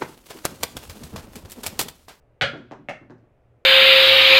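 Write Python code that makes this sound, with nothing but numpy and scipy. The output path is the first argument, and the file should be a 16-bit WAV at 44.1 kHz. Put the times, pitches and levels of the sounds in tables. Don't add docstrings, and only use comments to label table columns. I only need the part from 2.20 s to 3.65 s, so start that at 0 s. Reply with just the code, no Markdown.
import sys
import numpy as np
from scipy import signal
from scipy.fft import rfft, irfft
from scipy.io import wavfile
from scipy.ndimage import uniform_filter1d

SR = 44100
rng = np.random.default_rng(int(sys.argv[2]) if len(sys.argv) > 2 else 0)


def unload_wav(signal):
    wavfile.write(
        sys.argv[1],
        SR,
        np.round(np.clip(np.atleast_2d(signal).T, -1, 1) * 32767).astype(np.int16),
    )


def voltage_ratio(decibels):
    exponent = np.asarray(decibels, float) / 20
    return 10 ** exponent


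N = 63945
TRAVEL_MS = 1.5

# (frequency [Hz], level [dB])
WOOD_TICK = [(3000, -31.5), (4600, -2), (5600, 1.5), (7500, -6), (10000, -14.5), (13500, -17),
             (16000, -21.5)]


def dice():
    contact_sound = rail_cracks() + wall_crack() + felt_thuds()
    low_cut = signal.butter(3, 75, "high", fs=SR, output="sos")
    return signal.sosfilt(low_cut, contact_sound)


def rail_cracks():
    # (time [s], knock level [dB], crack level [dB], edge tick level [dB], contact time [ms])
    rail_hits = [
        (.2113, -21, -6, -36, 0.402),
        (.2139, -17, -10, -42, .4),
    ]
    # (frequency [Hz], level [dB], time to fall 60 dB [s])
    rail_box = [(65, -19.5, .15), (133.2, -10.5, 0.15), (148.15, -4.5, 0.061), (226.2, -9, 0.15),
                (407, -10, .03), (557, 0, .045), (573.8, -2, .04), (695, -6, .035), (746, -5.5, .035)]
    # (frequency [Hz], level [dB], time to fall 60 dB [s])
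    rail_face = [(1372, -6.5, 0.018), (1667, -6, 0.018), (2077, 5.5, 0.006), (2408, -4, 0.012),
                 (2908, -4, 0.013), (3290, -3.5, 0.011), (3745, 0, 0.0039), (4130, -2.5, 0.0043),
                 (4700, -8.5, .004)]
    return contacts(rail_hits, rail_box, rail_face, WOOD_TICK, room_db=4.0)


def wall_crack():
    # (time [s], knock level [dB], crack level [dB], edge tick level [dB], contact time [ms])
    wall_hits = [
        (.6862, -23.5, -18.5, -46.5, 0.73),
    ]
    # (frequency [Hz], level [dB], time to fall 60 dB [s])
    wall_panel = [(145, -19, .1), (169, -7, .08), (230, -1.5, 0.048), (560, -2, 0.034), (614, 10, 0.024),
                  (758, 1, 0.018), (770, -4, 0.051)]
    # (frequency [Hz], level [dB], time to fall 60 dB [s])
    wall_face = [(1307, -6, 0.011), (1480, -17.5, 0.011), (1830, -6, 0.02), (2050, -2.5, 0.019),
                 (2626, 3, 0.011), (3456, -4.5, 0.0069), (3900, -13, 0.0077), (4700, -22, .005)]
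    return contacts(wall_hits, wall_panel, wall_face, WOOD_TICK, room_db=1.5)


def felt_thuds():
    # (time [s], thud level [dB], snap level [dB], edge tick level [dB],
    # contact time [ms])
    felt_hits = [(.333, -28, -40, -85, 0.65), (.345, -44, -69, -85, 0.68), (.355, -59, -48.5, -90, 0.5),
                 (.378, -35.5, -51, -91, 1.3), (.399, -42.5, -48, -87, 1.75),
                 (.5112, -30.5, -30.5, -52, 0.88), (.548, -62, -57, -95, 1.49),
                 (.592, -40.5, -79, -102, 2.7), (.632, -59.5, -72, -99, 0.43),
                 (.812, -39, -51.5, -100, 1.71), (.838, -54, -68, -97, 0.41), (.862, -76, -63, -96, 1),
                 (.898, -36.5, -40.5, -62, 1.04), (.929, -58, -60, -96, 2.25), (.975, -56.5, -76, -75, 1.6),
                 (1.025, -51, -61, -108, 3.45), (1.068, -79, -70, -104.5, 1.9),
                 (.3648, -52, -58, -60, 1.2),
    ]
    # (frequency [Hz], level [dB], time to fall 60 dB [s])
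    table_top = [(118, -15.5, 0.23), (153, -12.5, 0.13), (240.7, 2, 0.07), (301, -1.5, 0.11),
                 (366.3, 0, 0.096), (530, -8, 0.031), (634, 1.5, 0.03), (768, -5.5, 0.027)]
    # (frequency [Hz], level [dB], time to fall 60 dB [s])
    board_snap = [(833, 2, 0.0068), (1155, -2.5, 0.0086), (1510, -8.5, 0.0064), (1574, -6, 0.0086),
                  (2020, -8, 0.01), (2450, -10, 0.0072), (3064, -0.5, 0.0025), (4200, -5.5, 0.0031)]
    # (frequency [Hz], level [dB])
    felt_tick = [(2500, -10.5), (4200, -2), (5600, -2), (7300, -9), (9000, -20.5), (13000, -29),
                 (16000, -49)]
    return contacts(felt_hits, table_top, board_snap, felt_tick, room_db=2.5)


def contacts(hits, low_modes, high_modes, tick_colour, room_db):
    body_wet_db = -4.0
    tick_wet_db = 10.0
    out = np.zeros(N)
    spots = np.clip(rng.standard_normal((len(hits), 2, 24)), -2, 2)
    for (s, low_db, high_db, tick_db, contact_ms), spot in zip(hits, spots):
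        contact_part = np.arange(200) / (SR * contact_ms / 1000)
        push = np.sin(np.pi * np.minimum(contact_part, 1)) ** 2
        body = voltage_ratio(low_db) * ring(low_modes, spot[0], push)
        face = voltage_ratio(high_db) * ring(high_modes, spot[1], np.ones(1))
        tick = voltage_ratio(tick_db) * click(tick_colour)
        add(out, s, echoes(body + face, column=1))
        add(out, s + TRAVEL_MS / 2000, echoes(tick, column=2))
        into_room = voltage_ratio(body_wet_db) * body + face + voltage_ratio(tick_wet_db) * tick
        add(out, s, voltage_ratio(room_db) * signal.fftconvolve(into_room, tail()))
    return out


def ring(modes, spot, push):
    spot_db, spot_pitch, build_ms = 2.0, 0.025, 0.92
    t = np.arange(8000)[:, None] / SR
    hz, db, t60 = np.transpose(modes)
    hz = hz * (1 + spot_pitch * spot[-len(hz):])
    lag = 2 * TRAVEL_MS * np.sqrt(hz / 1000)
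    strength = voltage_ratio(db + spot_db * spot[:len(hz)] - 60 * t / t60)
    tones = strength * np.sin(2 * np.pi * (hz * t - lag))
    build_up = 1 - np.exp(-t[:, 0] * 1000 / build_ms)
    out = np.convolve(tones.sum(axis=1) * build_up, push)[:len(t)]
    return out / abs(out).max()


def click(spectrum):
    hz = abs(np.fft.fftfreq(8192, 1 / SR))
    log_gain = np.log(voltage_ratio(read(spectrum, hz)))
    phase = -signal.hilbert(log_gain).imag
    out = np.fft.ifft(np.exp(log_gain + 1j * phase)).real[:8000]
    return out / abs(out).max()


def echoes(x, column):
    # (delay [ms], level for body and face [dB], level for edge tick [dB])
    reflections = [(6.8, -3, 9), (11.7, -7, 3), (15.5, -9, -3), (23.5, -5, -1)]
    out = np.copy(x)
    for k, row in enumerate(reflections):
        add(out, row[0] / 1000, (-1) ** k * voltage_ratio(row[column]) * x)
    return out


def tail():
    # (frequency [Hz], time to fall 60 dB [s])
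    room_decay = [(100, 0.48), (300, 0.27), (700, 0.2), (1500, 0.3), (3000, 0.24), (6000, 0.22),
                  (10000, 0.18), (15000, 0.067)]
    # (frequency [Hz], level [dB])
    room_colour = [(100, -7), (300, -1), (700, 5), (2000, -5), (5000, -0.5), (12000, -1.5)]
    late_db, late_stretch = -32.5, 3.5
    start_s, rise_s = 0.001, 0.0087
    size = SR * 3 // 4
    taps = np.zeros(size)
    slots = np.arange(0, size - 16, 16)
    places = slots + rng.integers(0, 16, len(slots))
    taps[places] = rng.choice([-1., 1.], len(slots))
    hz, t, z = signal.stft(taps, SR, nperseg=512)
    fall_db = -60 * t / read(room_decay, hz)[:, None]
    fall = voltage_ratio(fall_db) + voltage_ratio(late_db + fall_db / late_stretch)
    colour = voltage_ratio(read(room_colour, hz)[:, None])
    out = signal.istft(z * colour * fall, SR, nperseg=512)[1][:size]
    rise = np.clip((np.arange(size) / SR - start_s) / rise_s, 0, 1)
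    out = unring(out) * rise
    return out / np.linalg.norm(out)


def unring(x):
    peak_cap = 1.15
    z = rfft(x, 2 * len(x))
    narrow, wide = (np.sqrt(abs(uniform_filter1d(abs(z) ** 2, size=k)) + 1e-20) for k in (30, 400))
    return irfft(z * np.minimum(1, peak_cap * wide / narrow))[:len(x)]


def hum():
    # (time [s], frequency [Hz], level [dB])
    motor_tone = [(0, 119, -70), (0.101, 118, -57.5), (.19, 118, -73.5), (0.452, 118, -57), (.65, 118, -60),
                  (.85, 118.4, -60), (1.02, 116, -56.5), (1.08, 115.8, -68), (1.201, 121.7, -70.5),
                  (1.261, 118, -60), (1.38, 117.3, -61), (1.45, 117, -78.5)]
    fuzz_hz, fuzz = 10, 0.1
    t = np.arange(N) / SR
    s, hz, db = np.transpose(motor_tone)
    r = np.exp(-np.pi * fuzz_hz / SR)
    noises = rng.standard_normal((2, N))
    a, b = (evened(signal.lfilter([1], [1, -2 * r, r * r], v)) for v in noises)
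    turn = np.exp(2j * np.pi * np.cumsum(np.interp(t, s, hz)) / SR)
    tone = (turn * (1 + fuzz * (a + 1j * b))).real
    return voltage_ratio(np.interp(t, s, db)) * np.sqrt(2) * tone


def hush():
    # (frequency [Hz], level [dB per Hz])
    air_noise = [(25, -85.5), (90, -83.5), (200, -96.5), (600, -91.5), (950, -104), (2600, -114),
                 (4200, -128), (15000, -137)]
    patchy_db = 0.7
    frames, hz = N // 512 + 5, np.fft.rfftfreq(2048, 1 / SR)
    a, b, patches = rng.standard_normal((frames, 1025, 3)).T
    patches = uniform_filter1d(patches, size=12, axis=0)
    patches = evened(uniform_filter1d(patches, size=8, axis=1))
    z = (a + 1j * b) * voltage_ratio(read(air_noise, hz)[:, None] + patchy_db * patches)
    return 5.92 * signal.istft(z, nperseg=2048, noverlap=1536)[1][:N]


def evened(x):
    return x / np.sqrt(np.mean(x ** 2) + 1e-20)


def read(points, hz):
    f, value = np.transpose(points)
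    return np.interp(np.log(hz + 1), np.log(f + 1), value)


def add(mix, s, sound):
    part = mix[round(s * SR):][:len(sound)]
    part += sound[:len(part)]


def scene():
    return (dice() + hum() + hush())[None]


def roll_off(x):
    return signal.sosfilt(signal.butter(12, 15740, fs=SR, output="sos"), x)


def record(dry):
    return roll_off(dry)


dry = scene()
out = record(dry)
unload_wav(out)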